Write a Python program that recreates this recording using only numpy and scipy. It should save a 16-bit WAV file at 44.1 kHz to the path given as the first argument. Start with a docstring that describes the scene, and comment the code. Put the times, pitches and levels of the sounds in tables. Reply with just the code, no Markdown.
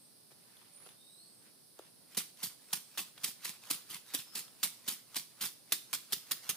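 """Insects hiss and buzz and small birds whistle in a forest clearing; feet shuffle, wood knocks softly.
From about 2 s a leafy branch whisks sawdust off a sawn beam, about four strokes a second.
Each stroke swishes in, slaps the timber with a dull pat of squeezed air and drags its leaves across.
Stiff leaves and twigs tick; the trees scatter a short tail."""
import sys
import numpy as np
from scipy import signal
from scipy.fft import rfft, irfft, next_fast_len
from scipy.io import wavfile
from scipy.ndimage import map_coordinates

SR = 44100
rng = np.random.default_rng(int(sys.argv[2]) if len(sys.argv) > 2 else 0)


def master_out(mix):
    """Clip the mix to full scale and print it as 16-bit PCM to the path in sys.argv[1]."""
    frames = np.transpose(np.atleast_2d(mix))
    ceiling = np.clip(frames, -1, 1)
    pcm = np.round(ceiling * 32767).astype(np.int16)
    wavfile.write(sys.argv[1], SR, pcm)


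N = 289296


def amp(db):
    """Decibels to gain."""
    return 10 ** (np.asarray(db) / 20)


def unit(x):
    """Scale to rms 1."""
    return x / np.sqrt(np.mean(x ** 2) + 1e-20)


def along(points, hz):
    """Interpolate (Hz, value) points on a log frequency axis."""
    point_hz, values = np.transpose(points)
    return np.interp(np.log(hz + 1), np.log(point_hz + 1), values)


def clock(samples=N):
    """Sample times in seconds."""
    return np.arange(samples) / SR


def wobble(knots_per_s):
    """A smooth random curve."""
    knots = rng.standard_normal(int(N * knots_per_s / SR) + 4)
    return map_coordinates(knots, [np.arange(N) * knots_per_s / SR], order=2)


def filtered(x, response):
    """Apply a complex frequency response."""
    size = next_fast_len(N + SR // 4)
    return irfft(rfft(x, size) * response(np.fft.rfftfreq(size, 1 / SR)), size)[..., :N]


def add(track, start_s, sound):
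    """Mix a sound into a track."""
    start = max(round(start_s * SR), 0)
    part = track[..., start:start + sound.shape[-1]]
    part += sound[..., :part.shape[-1]]


# Near and far sound at the two microphone ports. Each row: frequency in Hz, coherence 0-1.
NEAR_COHERENCE = [(60, 1), (250, 0.94), (1200, 1), (2200, 0.71), (3500, 0.48), (8000, 0.59), (15000, 0.25)]
FAR_COHERENCE = [(60, 0.25), (300, 0.19), (1300, 0.19), (3000, 0.1), (6000, 0.012)]
def mid_side(coherence, hz):
    """Mid and side gains that give this coherence between the ports."""
    angle = np.arccos(np.clip(along(coherence, hz), -1, 1)) / 2
    return np.array([np.cos(angle), np.sin(angle)])


def noise(spectrum, coherence, grain=1):
    """Stereo noise of rms 1 from (Hz, dB) points; a fast gain breaks it into grains."""
    white = rng.standard_normal((2, N)) * grain
    mid, side = filtered(white, lambda hz: amp(along(spectrum, hz)) * mid_side(coherence, hz))
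    return unit(np.array([mid + side, mid - side]))


def contacts(spread_db):
    """Uneven sizes of tiny leaf contacts, each under a millisecond, bunched leaf by leaf."""
    sizes = .8 * wobble(2500) + .6 * wobble(400)
    return amp(spread_db * np.clip(sizes, -2, 2))


def flex(x, depth_db):
    """Leaves bend as they slide, so their resonances come and go."""
    bins = signal.stft(x, nperseg=512)[2]
    patch = np.outer(np.hanning(8), np.hanning(9))
    field = signal.fftconvolve(rng.standard_normal(bins.shape[1:]), patch, "same")
    gain = unit(amp(depth_db * np.clip(unit(field), -2, 2)))
    return signal.istft(bins * gain, nperseg=512)[1][..., :N]


# Each row: frequency in Hz, relative density in dB.
AIR_SPECTRUM = [(20, -24), (55, -47), (80, -23), (115, -3), (170, -2.5), (250, -3.5), (400, -7),
                (650, -10.5), (1000, -15.5), (2000, -19.5), (3000, -20.5), (5000, -56)]
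INSECT_SPECTRUM = [(2000, -23.5), (3400, -9.5), (4400, -2.5), (5200, -3), (6100, -10.5), (7400, -15),
                   (8300, -4.5), (8900, 1.5), (9400, -5), (10200, 3), (10700, -6), (11300, -2.5),
                   (13000, -11.5), (15400, -8)]
def forest(air_db, insect_db):
    """A low hush of air under a steady chorus of insects."""
    air = amp(air_db + 0.85 * wobble(4.65)) * noise(AIR_SPECTRUM, FAR_COHERENCE)
    insects = amp(insect_db + 0.15 * wobble(2.8)) * noise(INSECT_SPECTRUM, FAR_COHERENCE)
    return air + insects


# Each row: start in seconds, length in seconds.
INSECT_BUZZES = [(-.1, 0.17), (.963, 0.45), (2.618, 0.32)]
# Each row: start in seconds, length in seconds, first pitch in Hz, last pitch in Hz, relative dB.
BIRD_WHISTLES = [(0.715, 0.067, 9030, 9430, -59), (0.774, 0.1, 10980, 9550, -58),
                 (0.948, .25, 3560, 4050, -66.5), (1.144, 0.13, 3950, 4710, -64.5),
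                 (4.049, 0.11, 3870, 3765, -64), (4.213, .24, 5100, 5270, -61)]
def insects_and_birds(gain_db, waver_hz, whistle_depth, buzz_depth, buzz_hz, buzz_db):
    """High, one-note insect buzzes and thin bird glides; the pitch wavers fast, distance blurs them."""
    t, song = clock(), np.zeros(N)
    waver = np.sin(2 * np.pi * waver_hz * t) + .5 * wobble(600)
    glides = [(*row, whistle_depth) for row in BIRD_WHISTLES]
    buzzes = [(*row, buzz_hz, buzz_hz, buzz_db, buzz_depth) for row in INSECT_BUZZES]
    for start_s, length_s, first_hz, last_hz, db, depth in glides + buzzes:
        on = (t > start_s) & (t < start_s + length_s)
        progress = (t[on] - start_s) / length_s
        pitch_hz = (first_hz + (last_hz - first_hz) * progress) * (1 + depth * waver[on])
        envelope = amp(db + gain_db) * np.sqrt(np.abs(np.sin(np.pi * progress)))
        song[on] += envelope * np.sin(2 * np.pi * np.cumsum(pitch_hz) / SR)
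    return .5 * song + trees(np.array([song, song]))


# Each row: frequency in Hz, time to fall 60 dB in seconds.
TREE_T60 = [(150, 0.17), (600, 0.24), (2000, 0.37), (5000, 0.42), (14000, 0.32)]
def trees(x):
    """Trunks and foliage scatter a short tail; a new one each half second, as the source moves."""
    out, block = np.zeros((2, N)), SR // 2
    for start in range(0, N, block):
        hz, t, bins = signal.stft(rng.standard_normal((2, block)), SR, nperseg=256)
        hz = hz[:, None]
        envelope = amp(-60 * t / along(TREE_T60, hz)) * (1 - np.exp(-t / .004))
        mid, side = signal.istft(bins * mid_side(FAR_COHERENCE, hz) * envelope, SR, nperseg=256)[1]
        tail = np.array([mid + side, mid - side])
        tail /= np.linalg.norm(tail[0])
        add(out, start / SR, signal.fftconvolve(x[:, start:start + block], tail, axes=1))
    return out


# Each row: start in seconds, length in seconds, relative level in dB.
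SHOE_SCUFFS = [(0.302, 0.036, -64), (0.323, 0.54, -69), (0.764, 0.22, -66.5), (0.855, .022, -63),
               (1.396, .13, -69), (1.75, 0.16, -68)]
def feet(gain_db):
    """Each scuff of a shoe swells and fades in sawdust and dry leaves."""
    t = clock()
    rub = sum(amp(db + gain_db) * np.sin(np.pi * np.clip((t - start_s) / length_s, 0, 1))
              for start_s, length_s, db in SHOE_SCUFFS)
    spectrum = [(150, -20), (400, -4), (1400, 0), (2800, 1), (6000, -5.5), (15000, -11)]
    crunch = noise(spectrum, FAR_COHERENCE, contacts(spread_db=3))
    return rub * flex(crunch, depth_db=3)


# Each row: start in seconds, relative level in dB.
TIMBER_KNOCKS = [(.317, -47.5), (.863, -46), (.871, -47.5), (1.7935, -32), (2.175, -33.5), (3.706, -34.5),
                 (4.145, -33.5)]
# Each row: resonance in Hz, bandwidth in Hz, gain in dB.
TIMBER_MODES = [(340, 80, -4.5), (486, 230, -3.5), (750, 410, -8.5), (1350, 200, -14), (3300, 1500, -48)]
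def knocks(gain_db):
    """Soft blows into heavily damped wood."""
    def timber(hz):
        return sum((-1) ** k * amp(db) * 1j * hz * width_hz / (mode_hz**2 - hz**2 + 1j * hz * width_hz)
                   for k, (mode_hz, width_hz, db) in enumerate(TIMBER_MODES))

    blows = np.zeros(N)
    for start_s, db in TIMBER_KNOCKS:
        add(blows, start_s, amp([db + gain_db]))
    return filtered(blows, timber)


# Each row: start in seconds, relative peak in dB, brightness from 0 (twig) to 1 (leaf).
LEAF_FLICKS = [(.569, -51, 0), (.889, -45, 0.4), (1.79, -42, 0.7), (2.148, -34, .8), (2.975, -25, 0.67),
               (3.178, -38.5, 0.27), (3.493, -26.5, 0.99), (3.944, -28, 0.84), (4.655, -29, .3),
               (5.145, -33, .7), (5.167, -22, 0.9), (5.948, -28, 0.83)]
def flicks(gain_db, t60_s, crack_db, crack_loss_db_per_s, crack_brightness, strays_per_s, stray_db):
    """Stiff leaves tick brightly, twigs click duller: singly, and as each stroke lands."""
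    t = clock(SR // 10)
    twig, leaf = np.zeros((2, N))
    # The flatter the landing, the shorter the rise and the louder the first leaf cracks.
    cracks = [(start_s, stroke_db(slap_db, drag_db) + crack_db - crack_loss_db_per_s * rise_s,
               crack_brightness) for start_s, slap_db, rise_s, drag_db, _ in BRANCH_STROKES]
    # The shaken branch also ticks faintly at random.
    wait, loudness, tone = rng.random((40, 3)).T
    stray_s = BRANCH_STROKES[0][0] + np.cumsum(-np.log(wait)) / strays_per_s
    strays = zip(stray_s, stray_db + (2 * loudness - 1), tone)
    for start_s, db, brightness in [*LEAF_FLICKS, *cracks, *strays]:
        force = amp(db + gain_db - 60 * t / t60_s)
        add(leaf, start_s, force * np.sqrt(brightness))
        add(twig, start_s, force * np.sqrt(1 - brightness))
    grain = contacts(spread_db=2)
    leaf_spectrum = [(600, -22), (2500, -6), (6000, -2.5), (15000, -4.5)]
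    twig_spectrum = [(200, -20.5), (900, -3.5), (1600, -3), (2300, -8.5), (3400, 5.5),
                     (5000, -10.5), (10000, -23)]
    return (leaf * noise(leaf_spectrum, NEAR_COHERENCE, grain)
            + twig * noise(twig_spectrum, NEAR_COHERENCE, grain))


# Each row: time in seconds, flutter in dB before centring and scaling.
BRANCH_SHAKE = [(2.0, -73), (3.33, -69.5), (3.65, -64), (3.96, -73), (4.07, -67.5), (4.64, -71.5),
                (4.74, -67.5), (5.68, -77.5), (6.56, -62)]
# Each row: frequency in Hz, relative density in dB.
SWISH_SPECTRUM = [(150, -39), (500, -9), (1100, -3.5), (1800, -4), (3000, -3.5), (4500, -3), (7000, -5),
                  (15000, -6.5)]
def swing(swish_db, swell_s, flutter_db, shake_scale):
    """Leaves flutter in the air and swish louder as the branch speeds toward the beam."""
    t, rush = clock(SR // 4), np.zeros(N)
    for landing_s, *_ in BRANCH_STROKES:
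        add(rush, landing_s - t[-1], amp(swish_db) * np.exp((t - t[-1]) / swell_s))
    shake_s, shake_db = np.transpose(BRANCH_SHAKE)
    contour_db = shake_scale * np.interp(clock(), shake_s, shake_db - shake_db.mean())
    flutter = amp(flutter_db + contour_db + 4.5 * wobble(25)) * (clock() > shake_s[0])
    leaves = flex(noise(SWISH_SPECTRUM, NEAR_COHERENCE, contacts(spread_db=3)), depth_db=3)
    return (rush + flutter) * leaves


def stroke_db(slap_db, drag_db):
    """Strength of a whole stroke: power sum of slap and drag."""
    return 20 * np.log10(np.hypot(amp(slap_db), amp(drag_db)))


# Each row: start in seconds, slap in relative dB, rise in seconds, drag in relative dB, drag in seconds.
BRANCH_STROKES = [(2.17, -27.5, 0.0092, -30, 0.018), (2.429, -31, 0.0068, -33, 0.024),
                  (2.729, -25.5, 0.0055, -39.5, 0.035), (2.979, -46, 0.0011, -34, 0.025),
                  (3.235, -27.5, .01, -39, 0.055), (3.444, -36.5, .01, -41.5, 0.056),
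                  (3.701, -27, .011, -39, 0.047), (3.896, -56, 0.0068, -44.5, 0.071),
                  (4.137, -25, .012, -42.5, 0.066), (4.352, -39, 0.0023, -37.5, 0.046),
                  (4.63, -21, 0.006, -32, 0.022), (4.878, -26, 0.0075, -36.5, 0.048),
                  (5.156, -34, 0.0097, -36, 0.03), (5.408, -43, 0.012, -34, 0.052),
                  (5.7212, -23, 0.0033, -30.5, 0.0092), (5.93, -33.5, 0.0012, -31, .011),
                  (6.123, -22.5, 0.0085, -42.5, 0.041), (6.311, -22.5, 0.0064, -40, 0.0069),
                  (6.492, -21.5, 0.007, -45, 0.013)]
# Each row: frequency in Hz, relative density in dB.
SCRAPE_SPECTRUM = [(900, -58), (1800, -10), (2600, -15), (3500, 1), (5000, 1.5), (6300, -1.5), (8000, -1),
                   (9800, 3), (10900, 0), (13000, 1), (15500, -1)]
BLADE_SPECTRUM = [(300, -46), (550, -15), (800, -3), (1200, 1.5), (1600, -0.5), (2200, 4.5), (3200, 7),
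                  (6000, -52)]
PAT_SPECTRUM = [(25, -30), (60, -29), (85, -34), (120, -4.5), (165, 2), (260, -1), (380, -1), (600, -16),
                (1200, -20.5)]
def sweep(slap_t60_s, drag_t60_s, pat_t60_s, drag_fade_db, scrape_db, blade_db, pat_db, usual_db):
    """Leaves pile onto the beam in a few milliseconds, then scrape across it and lift off."""
    scrape, blade, pat = np.zeros((3, N))
    t = clock(SR // 4)
    for start_s, slap_db, rise_s, drag_db, drag_s in BRANCH_STROKES:
        landing_db = slap_db - 16 * np.maximum(1 - t / rise_s, 0)
        slap = amp(landing_db - 60 * np.maximum(t - rise_s, 0) / slap_t60_s)
        sliding_db = drag_db - drag_fade_db * np.minimum(t / drag_s, 1)
        drag = amp(sliding_db - 60 * np.maximum(t - drag_s, 0) / drag_t60_s)
        force = np.hypot(slap, drag * (1 - np.exp(-t / .0022)))
        # Harder strokes are brighter: blade and pat grow less than the scrape.
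        extra_db = stroke_db(slap_db, drag_db) - usual_db
        add(scrape, start_s, force * amp(scrape_db))
        add(blade, start_s, force * amp(blade_db - 0.11 * extra_db))
        # Air squeezed out under the leaves gives a soft, low pat.
        pat_tail = 0.38 * force.max() * amp(-60 * t / pat_t60_s)
        squeeze = np.hypot(force, pat_tail) * (1 - np.exp(-t / 0.00085))
        add(pat, start_s, squeeze * amp(pat_db - 0.33 * extra_db))
    grain = contacts(spread_db=2.8)
    flaps = amp(3 * wobble(110))  # broad blades flop down one after another
    return (scrape * flex(noise(SCRAPE_SPECTRUM, NEAR_COHERENCE, grain), depth_db=2.3)
            + blade * flex(noise(BLADE_SPECTRUM, NEAR_COHERENCE, grain * flaps), depth_db=3)
            + pat * noise(PAT_SPECTRUM, NEAR_COHERENCE))


# Each row: start in seconds, pitch in Hz, relative level in dB.
HEAVY_THUMPS = [(2.173, 208, -35.5), (2.732, 175, -44), (3.704, 292, -40), (4.142, 277, -36.5),
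                (4.636, 210, -46), (5.724, 300, -42.5)]
def thumps(gain_db, swell_s, settle_hz, settle_db, settle_db_per_drag_s):
    """Air trapped under cupped leaves pulses: in heavy landings, and softly as each stroke settles."""
    t, out = clock(SR // 8), np.zeros(N)
    pulse = (t / swell_s) ** 2 * np.exp(2 - 2 * t / swell_s)
    pitches_hz = settle_hz * np.exp(.08 * rng.standard_normal(len(BRANCH_STROKES)))
    # Longer drags settle later and press down harder.
    settles = [(start_s + .03 + 0.328 * drag_s, hz, settle_db + settle_db_per_drag_s * drag_s)
               for (start_s, *_, drag_s), hz in zip(BRANCH_STROKES, pitches_hz)]
    for start_s, hz, db in [*HEAVY_THUMPS, *settles]:
        add(out, start_s, amp(db + gain_db) * pulse * np.sin(2 * np.pi * hz * t))
    return out


def scene():
    """The branch works a little left of centre, so its sound reaches the left port first."""
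    near = sweep(slap_t60_s=0.049, drag_t60_s=0.14, pat_t60_s=0.25, drag_fade_db=2,
                 scrape_db=0.29, blade_db=-11.5, pat_db=-22.5, usual_db=-30.5)
    near += thumps(gain_db=-5, swell_s=0.0058, settle_hz=170, settle_db=-56, settle_db_per_drag_s=110)
    near += swing(swish_db=-55, swell_s=0.029, flutter_db=-66, shake_scale=1.44)
    near += flicks(gain_db=-7.5, t60_s=0.035, crack_db=9.5, crack_loss_db_per_s=1300,
                   crack_brightness=0.83, strays_per_s=3, stray_db=-46)
    near += knocks(gain_db=33)
    left_lead_s = 1.13 / SR
    direct = filtered(near, lambda hz: np.exp(np.array([[1j], [-1j]]) * np.pi * hz * left_lead_s))
    mix = direct + amp(-11.5) * trees(near) + feet(gain_db=3)
    mix += insects_and_birds(gain_db=3, waver_hz=59.6, whistle_depth=.012,
                             buzz_depth=0.0195, buzz_hz=8370, buzz_db=-65.5)
    return mix + forest(air_db=-69, insect_db=-61.5)


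# Each row: frequency in Hz, right port over left in dB.
PORT_BALANCE = [(100, -1.5), (700, -.5), (2000, 0.2), (7500, 1.5), (9500, 6), (11500, 7.5), (13000, 8),
                (14500, -2), (15500, -2)]
BAND_LIMIT_HZ = 15550
def record(dry):
    """The right microphone port is brighter than the left; nothing passes above the band limit."""
    def response(hz):
        ports = amp(np.array([[-.5], [.5]]) * along(PORT_BALANCE, hz))
        return ports / np.sqrt(np.mean(ports ** 2, axis=0)) * (hz < BAND_LIMIT_HZ)

    return filtered(dry, response)


dry = scene()
out = record(dry)
master_out(out)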